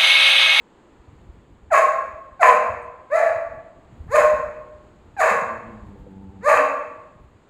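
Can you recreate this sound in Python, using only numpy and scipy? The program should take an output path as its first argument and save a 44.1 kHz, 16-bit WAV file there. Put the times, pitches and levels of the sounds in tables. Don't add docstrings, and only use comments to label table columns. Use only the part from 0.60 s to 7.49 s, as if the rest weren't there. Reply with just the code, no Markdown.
import sys
import numpy as np
from scipy import signal
from scipy.fft import rfft, irfft
from scipy.io import wavfile
from scipy.ndimage import uniform_filter1d

SR = 44100
rng = np.random.default_rng(int(sys.argv[2]) if len(sys.argv) > 2 else 0)


def rack_gain(trim_db):
    fader = np.asarray(trim_db, float)
    return 10 ** (fader / 20)


def inscribe(sig):
    pcm = np.round(np.clip(np.atleast_2d(sig).T, -1, 1) * 32767)
    wavfile.write(sys.argv[1], SR, pcm.astype(np.int16))


N = 303849
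TIME = np.arange(N) / SR
BARK_SPAN = 10240


def rms_one(x):
    return x / np.sqrt(np.mean(x ** 2) + 1e-20)


def at_hz(points, hz):
    table_hz, value = np.array(points).T
    return np.interp(np.log(np.maximum(hz, 1)), np.log(table_hz), value)


def in_time(rows, t):
    s, *columns = np.transpose(rows)
    return [np.interp(t, s, column) for column in columns]


def drift(rate_hz, size):
    r = np.exp(-2 * np.pi * rate_hz / SR)
    settle = 9000
    noise = rng.standard_normal(size + settle)
    return rms_one(signal.lfilter([1], [1, -2 * r, r * r], noise)[settle:])


def coloured(spectrum, size):
    hz = np.arange(size // 2 + 1) * SR / size
    white = rfft(rng.standard_normal(size))
    return rms_one(irfft(white * rack_gain(at_hz(spectrum, hz)), size))


def cycles(hz):
    return 2 * np.pi * np.cumsum(hz) / SR


def broken_share(rough):
    return np.clip(rough / .2 - .25, 0, 1)


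# (frequency [Hz], level [dB])
FLOOR = [(140, -14), (340, -8), (650, -17.5), (1000, -17), (1400, -23), (3000, -32), (4500, -38.5),
         (5800, -51.5), (6900, -36), (8400, -43), (8600, -52), (12300, -62.5), (13500, -60.5),
         (15500, -60.5)]


def room_air():
    return rack_gain(-57.5 + 1.0 * drift(1, N)) * coloured(FLOOR, N)


def house_hum(level_db=-89, end_s=0.51, fade_s=0.38):
    hum = coloured([(200, -28), (290, 0), (360, 16.0), (440, -12), (650, -48.0)], N)
    return hum * rack_gain(level_db) * np.clip((end_s - TIME) / fade_s, 0, 1)


# (time [s], peak [dB], frequency [Hz], t60 [s])
TAPS = [
    (2.218, -64, 8200, 0.14),
    (5.355, -40.5, 485, 0.061),
    (5.465, -35, 500, 0.048),
]


def taps():
    out = np.zeros(N)
    for s, peak_db, hz, t60 in TAPS:
        u = np.maximum(TIME - s, 0)
        out += rack_gain(peak_db - 60 * u / t60) * np.clip(u / 0.0052, 0, 1) * np.sin(2 * np.pi * hz * u)
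    return out


# (time [s], rumble level [dB])
DRAUGHT = [(0.0, -96), (0.36, -56), (0.53, -49), (1.11, -52.5), (1.92, -59), (2.17, -45.5), (2.53, -67),
           (2.94, -43.5), (3.11, -60.5), (3.57, -38.5), (3.84, -47.5), (4.85, -54), (5.2, -44.5),
           (5.89, -49.5), (6.24, -69), (6.48, -59), (6.66, -45.5), (6.89, -68)]


def rumble():
    noise = coloured([(15, -31.5), (30, -1), (60, 3.0), (120, -3.5), (250, -8.5), (600, -58.0)], N)
    return noise * rack_gain(in_time(DRAUGHT, TIME)[0] + 3.43 * drift(27, N) - 5.5)


def flutter(gap_s=0.13, level_db=-44, follows=.4, centre_hz=74.3):
    chance = rng.random((60, 3))
    s = 0.37 + gap_s * (np.arange(60) + chance[:, 0])
    peak_db = level_db + follows * (in_time(DRAUGHT, s)[0] + 54) + 8 * (chance[:, 1] - .5)
    hz = centre_hz * 2 ** (1.1 * (chance[:, 2] - .4))
    return [row for row in zip(s, peak_db, hz) if row[0] < N / SR - .06]


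# (time [s], peak [dB], frequency [Hz])
BUFFETS = [(0.488, -35, 84), (0.585, -39, 62), (0.7, -29, 61.7), (0.932, -40, 57), (1.04, -35, 53.5),
           (1.543, -35, 68.7), (1.73, -38, 53.9), (2.107, -29.5, 93), (2.179, -40, 80.7),
           (2.769, -33.5, 101), (2.866, -40, 65.4), (2.98, -38, 128), (3.336, -36, 118.3),
           (3.411, -24, 67.5), (3.496, -29, 105.7), (3.852, -33, 59.6), (4.154, -39, 59.16),
           (4.489, -37, 67.4), (4.773, -36, 155), (4.829, -33, 166), (4.989, -41, 114.8),
           (5.232, -31, 57.2), (5.694, -33, 74), (5.769, -38, 84)]


def buffets():
    out = np.zeros(N)
    turns = rng.uniform(0, 2 * np.pi, 90)
    for (s, peak_db, hz), turn in zip(BUFFETS + flutter(), turns):
        near = slice(round((s - .05) * SR), round((s + .05) * SR))
        u = TIME[near] - s
        out[near] += rack_gain(peak_db - 6.5) * np.sin(2 * np.pi * hz * u + turn) * np.exp(-(u / 0.01) ** 2)
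    return out


# (frequency [Hz], t60 [s])
WALLS = [(150, 0.88), (500, 0.92), (1400, 0.83), (3700, 0.69), (7000, 0.61), (11000, 0.42), (15000, 0.53)]
# (frequency [Hz], level [dB], t60 [s])
ROOM_MODES = [(480, 0.5, 0.81), (608, -13, 0.89), (656.7, -18.5, 0.82), (1036, -9.5, 0.81),
              (1082.4, -10, 0.77), (1198, -19, 0.33)]


def room(x, level_db=0, build_up_s=0.005):
    t = np.arange(3 * SR // 2) / SR
    white = rng.standard_normal((2, len(t)))
    edges = 140 * 2 ** np.arange(0, 7.1, 1 / 3)
    tail = np.zeros(len(t))
    for k, (low, high) in enumerate(zip(edges, edges[1:])):
        band_pass = signal.butter(2, [low, high], "band", fs=SR, output="sos")
        band = signal.sosfilt(band_pass, white[k % 2])
        tail += band * rack_gain(-60 * t / at_hz(WALLS, np.sqrt(low * high)))
    for hz, mode_db, t60 in ROOM_MODES:
        cluster = 1 + 0.84 * drift(19.5, len(t))
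        tail += rack_gain(mode_db - 15.5 - 60 * t / t60) * cluster * np.sin(2 * np.pi * hz * t)
    tail *= 1 - np.exp(-(t / build_up_s) ** 2)
    tail /= np.sqrt(np.sum(tail ** 2))
    return x + rack_gain(level_db) * signal.fftconvolve(x, tail)[:N]


# (time [s], pitch [Hz], level [dB])
GROWL = [(4.8, 115, -49), (4.95, 113, -54), (5.15, 110.9, -51.5), (5.199, 103.1, -57), (5.35, 98.95, -53),
         (5.461, 98.2, -54.5), (5.57, 94.6, -51), (5.854, 96.2, -52), (5.92, 95.3, -65)]
# (multiple of the pitch, level [dB])
GROWL_ORDERS = [(1, -1), (2, 6.5), (3, -5), (4, -8), (5, -15.5), (6, -29), (7, -22.5), (8, -15.5),
                (9, -11.5), (10, -50)]


def growl():
    hz, level_db = in_time(GROWL, TIME)
    phase = cycles(hz * (1 + .02 * drift(30, N)))
    tone = sum(rack_gain(db + 2.5 * drift(20, N)) * np.sin(k * phase) for k, db in GROWL_ORDERS)
    fade = np.clip(np.minimum(TIME - GROWL[0][0], GROWL[-1][0] - TIME) / 0.09, 0, 1)
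    return np.sqrt(2) * rack_gain(level_db) * fade * tone


# (start [s], end [s], first pitch [Hz], last pitch [Hz], level [dB])
HELD = [
    (1.127, 1.203, 644.7, 630, -32),
    (1.854, 1.892, 618, 608, -23),
    (2.575, 2.656, 670, 656.8, -19.5),
    (3.549, 3.615, 608, 606.7, -19),
    (4.605, 4.667, 663, 606, -27.5),
    (5.879, 5.941, 664.5, 611.6, -21.5),
    (5.981, 6.02, 634, 615, -26.5),
    (1.909, 1.958, 240, 215, -47.5),
    (4.708, 4.728, 231.4, 203, -35),
    (5.953, 6.053, 292, 257, -46),
]


def held(wobble=.02, third_db=-18):
    out = np.zeros(N)
    for start, end, first_hz, last_hz, level_db in HELD:
        size = round((end - start) * SR)
        share = np.arange(size) / size
        hz = first_hz + (last_hz - first_hz) * share
        phase = cycles(hz * (1 + wobble * drift(46, BARK_SPAN)[:size]))
        shape = np.sqrt(np.sin(np.pi * share)) * rack_gain(level_db + 5.2 * drift(35, BARK_SPAN)[:size])
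        out[round(start * SR):][:size] += shape * (np.sin(phase) + rack_gain(third_db) * np.sin(3 * phase))
    return out


# (start [s], length [s], first pitch [Hz], last pitch [Hz], bend [1 straight, more levels off])
GLIDES = [
    (1.102, 0.03, 995.7, 639.2, 2.2),
    (1.794, .028, 803, 657.3, 1.3),
    (2.499, 0.068, 503.3, 678.2, 1.4),
    (3.474, 0.077, 320.8, 618.5, 1.05),
    (4.565, .038, 854.9, 735.3, 1.015),
    (5.809, 0.072, 400.5, 620.7, 1.1),
]
# (depth [dB], power [high = loud early], sag bend [low = early])
SWELLS = [(34, 2.5, .5), (22, 1.1, 0.604), (28, 3.2, 1.3), (44, 1.31, 1.19), (20.6, 0.93, 2.21),
          (39.5, 1.76, 1.81)]
# (glide peak [dB], rough voice [dB], its pitch [Hz], sag over the hold [Hz], hold [s])
BODIES = [(-14, -15, 580, 46, 0.0604), (-14, -16.5, 580, 80, 0.077), (-17, -23, 585, 17, 0.12),
          (-17, -19.5, 545, 50, 0.072), (-16, -18, 580, 85, .11), (-19.5, -18, 585, 50, 0.094)]
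# (roughness [0-1], fundamental lift [dB], breath [dB])
CLEAN = (0.086, 4.4, -12.5)
# (roughness [0-1], fundamental lift [dB], breath [dB])
BROKEN = [(.27, -9, -1), (0.4, -8, -1), (.28, -4.5, -7), (0.47, -7.5, -1.5), (0.6, -9.5, -2),
          (.25, -4.5, 1)]


def throat_effort(number):
    start, length, first_hz, last_hz, bend = GLIDES[number]
    depth_db, power, sag_bend = SWELLS[number]
    peak_db, rough_db, rough_hz, sag_hz, hold = BODIES[number]
    break_s, fade_db_per_s, release_db_per_s, lowest_hz = .006, 46, 551, 450
    u = np.arange(BARK_SPAN + 1) / SR
    left = np.clip(1 - u / length, 0, 1)
    after = np.maximum(u - length, 0)
    broken = np.clip(after / break_s, 0, 1)
    glide_hz = last_hz + (first_hz - last_hz) * left ** bend
    held_hz = np.maximum(rough_hz - sag_hz * (after / hold) ** sag_bend, lowest_hz)
    hz = (1 - broken) * glide_hz + broken * held_hz
    glide_db = peak_db - depth_db * left ** power
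    held_db = rough_db - fade_db_per_s * after - release_db_per_s * np.maximum(after - hold, 0)
    level_db = (1 - broken) * glide_db + broken * held_db
    voice = [a + (b - a) * broken for a, b in zip(CLEAN, BROKEN[number])]
    return np.transpose([round(start * SR) / SR + u, hz, level_db] + voice)


# (frequency [Hz], density [dB per Hz])
HISS = [(2500, -21), (3200, -18.5), (4000, -6.5), (4700, -8), (5800, -19.5), (6750, 2.5), (7400, -4.5),
        (8300, -10), (11000, -13), (13000, -19), (15500, -22.5)]
HISS_DB = [-27, -24.5, -33, -24.5, -25.5, -26]


def hiss(number, rows, lead_s=0.0028, whistle_db=-9, hush_db=-2.5):
    t = np.arange(round(rows[0][0] * SR), round(rows[-1][0] * SR)) / SR
    size = len(t)
    hz, level_db, rough = in_time(rows, t)[:3]
    level_db = uniform_filter1d(np.interp(t + lead_s, t, level_db), size=700, mode="nearest")
    clean = 1 - uniform_filter1d(broken_share(rough), size=700, mode="nearest")
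    phase = cycles(hz * (1 + .03 * rough * drift(80, size)))
    k = np.arange(5, 17)[:, None]
    line_db = at_hz(HISS, k * hz) + 4 * np.array([drift(40, size) for _ in k])
    lines = np.sum(rack_gain(line_db) * np.sin(k * phase), axis=0)
    air = coloured(HISS, 16384)[:size] * (1 + 0.4 * np.cos(phase))
    air *= rack_gain(hush_db * clean + 3.2 * drift(77, size))
    mix = air + rack_gain(whistle_db) * (0.69 + 0.48 * clean) * lines
    onset = np.clip((t - t[0]) / 0.043, 0, 1)
    out = np.zeros(N)
    out[round(t[0] * SR):][:size] = onset * rack_gain(level_db + HISS_DB[number]) * mix
    return out


# (frequency [Hz], level [dB])
THROAT = [(300, -16), (450, -6.5), (620, -1.5), (800, -9), (1350, -13), (1800, -7.5), (2650, -27.5),
          (2900, -66), (3300, -52), (3800, -37), (4700, -45.5), (5800, -49.5), (6800, -59.5), (8200, -71)]
# (frequency [Hz], density [dB per Hz])
BREATH = [(300, -52.5), (430, -14.5), (520, -8), (800, -7.5), (1080, -6.5), (1300, -11.5), (2650, -14),
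          (2950, -58), (4000, -67.5)]
# (resonance [Hz], its height [dB], clean dullness [dB per harmonic], half-pitch lines [dB])
MOUTHS = [(1125, 14.5, 8, -13.5), (1005, 14, 1, -12.5), (1110, 4, 1.5, -4.5), (1097, 11, 0.5, -26),
          (1125, 8.5, -0.5, -17.5), (1158, 13.5, -1, -4)]


def bark(number, rows, jitter=0.0639, shimmer_db=6):
    t = np.arange(round(rows[0][0] * SR), round(rows[-1][0] * SR)) / SR
    size = len(t)
    hz, level_db, rough, lift_db, breath_db = in_time(rows, t)
    mouth_hz, mouth_db, dull_db, half_db = MOUTHS[number]
    rough = np.clip(rough, 0, 1)
    broken = broken_share(rough)
    hz = hz * (1 + jitter * rough * drift(79.4, size))
    phase = cycles(hz)
    k = np.arange(1, 31)[:, None] / 2
    gain_db = at_hz(THROAT, k * hz) + mouth_db / (1 + ((k * hz - mouth_hz) / 105) ** 2)
    gain_db += lift_db * (k == 1) - dull_db * (1 - broken) * np.clip(k - 2, 0, 4)
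    halves = np.where(k % 1, rack_gain(half_db) * broken, 1)
    scatter = 4.5 * rough * (k > 2) * [drift(60, size) for _ in k]
    tone = np.sum(rack_gain(gain_db) * halves * np.sin(k * phase + scatter), axis=0)
    tone *= rack_gain(shimmer_db * rough * drift(210, size))
    breath = coloured(BREATH, 16384)[:size] * (1 + 0.23 * np.cos(phase))
    breath *= rack_gain(-6 + breath_db) * (0.56 + uniform_filter1d(rough, size=900))
    breath *= rack_gain(4.06 * drift(73, size))
    onset = np.clip((t - t[0]) / 0.0013, 0, 1)
    out = np.zeros(N)
    out[round(t[0] * SR):][:size] = onset * rack_gain(level_db) * (tone + breath)
    chest_cut = signal.butter(6, 400, "high", fs=SR, output="sos")
    return signal.sosfilt(chest_cut, out + 1e-18)


def scene():
    background = room_air() + house_hum() + taps() + rumble() + buffets()
    low = growl()
    voice = held() + rack_gain(-11.5) * low
    for number in range(len(GLIDES)):
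        rows = throat_effort(number)
        voice += bark(number, rows) + hiss(number, rows)
    return (room(voice) + rack_gain(-5.5) * low + background)[None]


def roll_off(x):
    return signal.sosfilt(signal.butter(12, 15720, fs=SR, output="sos"), x)


def record(dry):
    x = rack_gain(2.5) * dry
    mix = x / (1 + (x / .95) ** 6) ** (1 / 6)
    return roll_off(mix)


dry = scene()
out = record(dry)
inscribe(out)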